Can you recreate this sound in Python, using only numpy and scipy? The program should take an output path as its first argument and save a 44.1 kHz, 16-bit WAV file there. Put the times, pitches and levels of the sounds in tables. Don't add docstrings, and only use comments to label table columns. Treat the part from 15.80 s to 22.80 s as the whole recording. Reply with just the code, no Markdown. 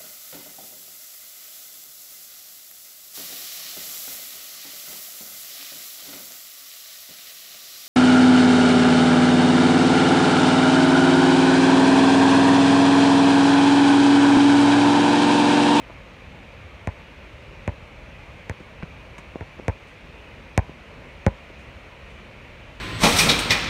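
import sys
import numpy as np
from scipy import signal
from scipy.fft import rfft, irfft
from scipy.io import wavfile
from scipy.ndimage import uniform_filter1d

SR = 44100
rng = np.random.default_rng(int(sys.argv[2]) if len(sys.argv) > 2 else 0)


def file_out(sig):
    cols = np.atleast_2d(sig).T
    lim = np.clip(cols, -1, 1)
    pcm = np.round(lim * 32767).astype(np.int16)
    wavfile.write(sys.argv[1], SR, pcm)


N = 308700
SIZE = 2 ** 14
HZ = np.fft.rfftfreq(SIZE, 1 / SR)
T = np.arange(SIZE) / SR

# frequency_hz, level_db
IMPACT_SPECTRUM = [(25, 0), (50, 33), (80, 42), (125, 33.5), (190, 29.5), (300, 21), (600, 20.5),
                   (1060, 17.5), (1240, 6), (1620, 13.5), (2450, 15), (3100, -1), (6800, 4), (9500, -5),
                   (16000, -27)]
# centre_hz, quality_factor
SHELL_DELAYS = [(72, .8), (456, .9), (880, 15), (1090, 5), (1650, 1.7)]
# pitch_hz, level_db, t60_s
BALL_MODES = [(362, -34, 0.075), (550, -46, 0.081), (972, -43, 0.31), (1040, -46, 0.27), (1545, -36, 0.1),
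              (1780, -66, .09), (2170, -50, 0.11)]
# start_s, level_db, snap_db, flex_hz, body_db, rebound_gain, pitch_ratio
BOUNCES = [(1.0732, -8.5, -9.3, 650, 2.5, -.1, .99), (1.8773, -7.5, -11.5, 545, 4, -.25, 1),
           (2.6965, -11.8, -1, 455, -1, .1, .94), (3.6086, -15.8, -18, 390, -6, .5, .88),
           (3.8814, -4, -7, 510, -5, .4, .96), (4.7771, .8, -.6, 665, -1, -.1, .99),
           (5.465, .8, -7.8, 505, 7, -.7, .89)]
def bounce(level_db, snap_db, flex_hz, body_db, rebound, pitch_ratio):
    contact_s = .0138 - .00007 * level_db
    flex_db = 3.3 + 6 * abs(rebound)
    slap_db = .5 - .38 * level_db + .35 * snap_db
    knock_hz = HZ / (1 + (pitch_ratio - 1) * above(620))
    colour_db = curve(IMPACT_SPECTRUM, knock_hz) + slap_db * hump(1820, .4)
    colour_db += snap_db * above(3950, order=8)
    blow = causal(colour_db + flex_db * hump(flex_hz, .19) + body_db * hump(214, .13))
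    for hz, q in SHELL_DELAYS:
        resonance = 1 - (HZ / hz) ** 2 + 1j * HZ / (hz * q)
        blow *= np.conj(resonance) / resonance
    round_trip = causal(-20 * below(200) - 14 * above(1250)) * delay(.0043)
    blow *= 1 + rebound * round_trip
    lift = amp(-11) * causal(2.2 * above(980, order=2) - 26 * above(2800, order=6)) * delay(contact_s)
    ripples = rng.standard_normal(SIZE) * (1 - np.exp(-T / .0034)) * np.exp(-T / .0078)
    ripple_db = -30 * below(230) - 4 * above(1450) - 15 * above(4300)
    ripples = amp(-11) * unit_spectrum(ripples) * causal(ripple_db)
    ring = sum(amp(db - 60 * T / t60) * np.sin(2 * np.pi * hz * T) for hz, db, t60 in BALL_MODES)
    grains = rng.standard_normal(SIZE) * T * np.exp(-T / .0009)
    crunch_db = -25 * below(2500) - 20 * above(10400, order=8)
    crunch = amp(snap_db - 9.5) * unit_spectrum(grains) * causal(crunch_db)
    return amp(level_db) * (waveform(crunch - blow * (1 - lift + ripples)) + ring)


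# start_s, level_db, pitch_hz, second_contact_db
PATS = [(.0995, .5, 540, -3), (2.8045, 3, 230, -6), (3.0318, 24, 175, -16), (3.388, 3, 180, -3),
        (3.5573, 15.5, 393, -8), (3.7915, 7, 377, 3), (4.895, 6, 320, -8), (5.253, -4, 350, -9),
        (5.699, -2, 360, 0)]
def pat(level_db, pitch_hz, second_contact_db, gap_s=.006):
    detuning = 1.05 * (HZ / pitch_hz - pitch_hz / (HZ + 1))
    knock = below(1.9 * pitch_hz) / np.sqrt(1 + detuning ** 2)
    tick = amp(-23 - .35 * level_db) * above(600, order=2) * below(3200)
    settling = rng.standard_normal(SIZE) * np.exp(-T / .0045)
    contacts = 1 + amp(second_contact_db) * delay(gap_s) + amp(-1.5) * unit_spectrum(settling)
    colour = causal(20 * np.log10(knock + tick + 1e-6))
    return amp(level_db) * waveform(colour * contacts)


# frequency_hz, level_db
GRIT_SPECTRUM = [(60, -26), (300, -9), (700, -3), (1100, 0), (2400, 0), (3500, -13), (6500, -14),
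                 (9000, -19), (11000, -30), (16000, -42)]
# start_s, level_db, decay_s
SCUFFS = [(2.606, -50, .008), (2.800, -44, .007), (3.025, -30.5, .0035), (3.3802, -36, .01),
          (4.06, -60, .04), (5.775, -60.5, .04), (6.28, -61, .04)]
def scuff(level_db, decay_s):
    rise_s = decay_s ** 2 / .06
    treble_db = 11 - 35 * .0035 / decay_s
    grains = unit_rms(rng.standard_normal(SIZE) * amp(2.5 * rng.standard_normal(SIZE)))
    stroke = np.minimum(T / rise_s, 1) * np.exp(-np.maximum(T - rise_s, 0) / decay_s)
    grit_db = curve(GRIT_SPECTRUM, HZ)
    colour = causal(grit_db + treble_db * above(3600)) / np.sqrt(np.mean(amp(grit_db) ** 2))
    return amp(level_db) * waveform(rfft(grains * stroke) * colour)


# frequency_hz, t60_s
COURT_DECAY = [(80, 0.1), (500, 0.38), (2000, 0.096), (8000, 0.038)]
def court_reverberation(sound):
    scatter = rng.standard_normal(SIZE) * np.minimum(T / .012, 1)
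    hz, t, bands = signal.stft(scatter, SR, nperseg=256)
    tail = signal.istft(bands * amp(-60 * t / curve(COURT_DECAY, hz)[:, None]), SR)[1]
    return signal.fftconvolve(sound, tail / np.linalg.norm(tail))[:N]


# frequency_hz, relative_level_db
HUSH_SPECTRUM = [(15, -42), (25, -11), (38, -3), (53, 0), (66, -2), (85, -7), (110, -7.5), (223, -14),
                 (326, -18), (430, -16.5), (570, -13.5), (734, -20.5), (950, -19.5), (1230, -21.5),
                 (1610, -23), (2450, -16.5), (3300, -27), (4300, -28.7), (4870, -34), (6210, -40),
                 (10700, -52.5), (16000, -60.5)]
def traffic_and_leaves(level_db=-43, patchy_db=1.18, gust_db=1.36, swell_db=.15):
    frames, hz = N // 512 + 6, np.fft.rfftfreq(2048, 1 / SR)
    real, imag, patches = rng.standard_normal((3, frames, len(hz)))
    patches = uniform_filter1d(patches, size=10, axis=0)
    patches = unit_rms(uniform_filter1d(patches, size=5, axis=1))
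    gust, swell = (unit_rms(uniform_filter1d(v, 16))[:, None] for v in rng.standard_normal((2, frames)))
    rumble_db = gust_db * gust / (1 + (hz / 250) ** 2)
    field_db = curve(HUSH_SPECTRUM, hz) + patchy_db * patches + rumble_db + swell_db * swell
    noise = signal.istft(((real + 1j * imag) * amp(field_db)).T, nperseg=2048, noverlap=1536)[1]
    noise = signal.sosfilt(signal.butter(4, 39, "high", fs=SR, output="sos"), noise)
    return amp(level_db) * unit_rms(noise[:N])


def amp(db):
    return 10 ** (np.asarray(db) / 20)


def unit_rms(x):
    return x / np.sqrt(np.mean(x ** 2) + 1e-20)


def unit_spectrum(burst):
    return rfft(burst / np.linalg.norm(burst))


def curve(points, hz):
    frequencies, values = np.transpose(points)
    return np.interp(np.log(hz + 1), np.log(frequencies + 1), values)


def hump(hz, octaves):
    return np.exp(-.5 * (np.log2((HZ + 1) / hz) / octaves) ** 2)


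def below(hz, order=4):
    return 1 / (1 + (HZ / hz) ** order)


def above(hz, order=4):
    return 1 - below(hz, order)


def causal(db):
    log_gain = np.log(amp(np.maximum(db, -100)))
    mirrored = np.r_[log_gain, log_gain[-2:0:-1]]
    return np.exp(np.conj(signal.hilbert(mirrored)))[:len(db)]


def delay(seconds):
    return np.exp(-2j * np.pi * HZ * seconds)


def waveform(spectrum):
    return irfft(spectrum) * np.clip(4 * (1 - T / T[-1]) - 1, 0, 1)


def scene():
    play = np.zeros(N)
    for source, events in ((bounce, BOUNCES), (pat, PATS), (scuff, SCUFFS)):
        for start_s, *settings in events:
            span = play[round(start_s * SR):][:SIZE]
            span += source(*settings)[:len(span)]
    return (play + amp(-33) * court_reverberation(play) + traffic_and_leaves())[None]


# centre_hz, width_hz, gain_db
PORT_DIPS = [(2480, 310, -0.5), (4600, 900, -5.5), (6700, 340, -0.5), (7660, 420, -3.5), (9000, 700, -0.5),
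             (10460, 300, -5.5)]
def record(dry, cutoff_hz=15850):
    port_db = sum(db * np.exp(-.5 * ((HZ - hz) / width) ** 2) for hz, width, db in PORT_DIPS)
    coloured = signal.oaconvolve(dry, waveform(causal(port_db))[None], axes=1)[:, :N]
    low_pass = signal.firwin(511, cutoff_hz, window=("kaiser", 9), fs=SR)
    return signal.oaconvolve(coloured, low_pass[None], "same")


dry = scene()
out = record(dry)
file_out(out)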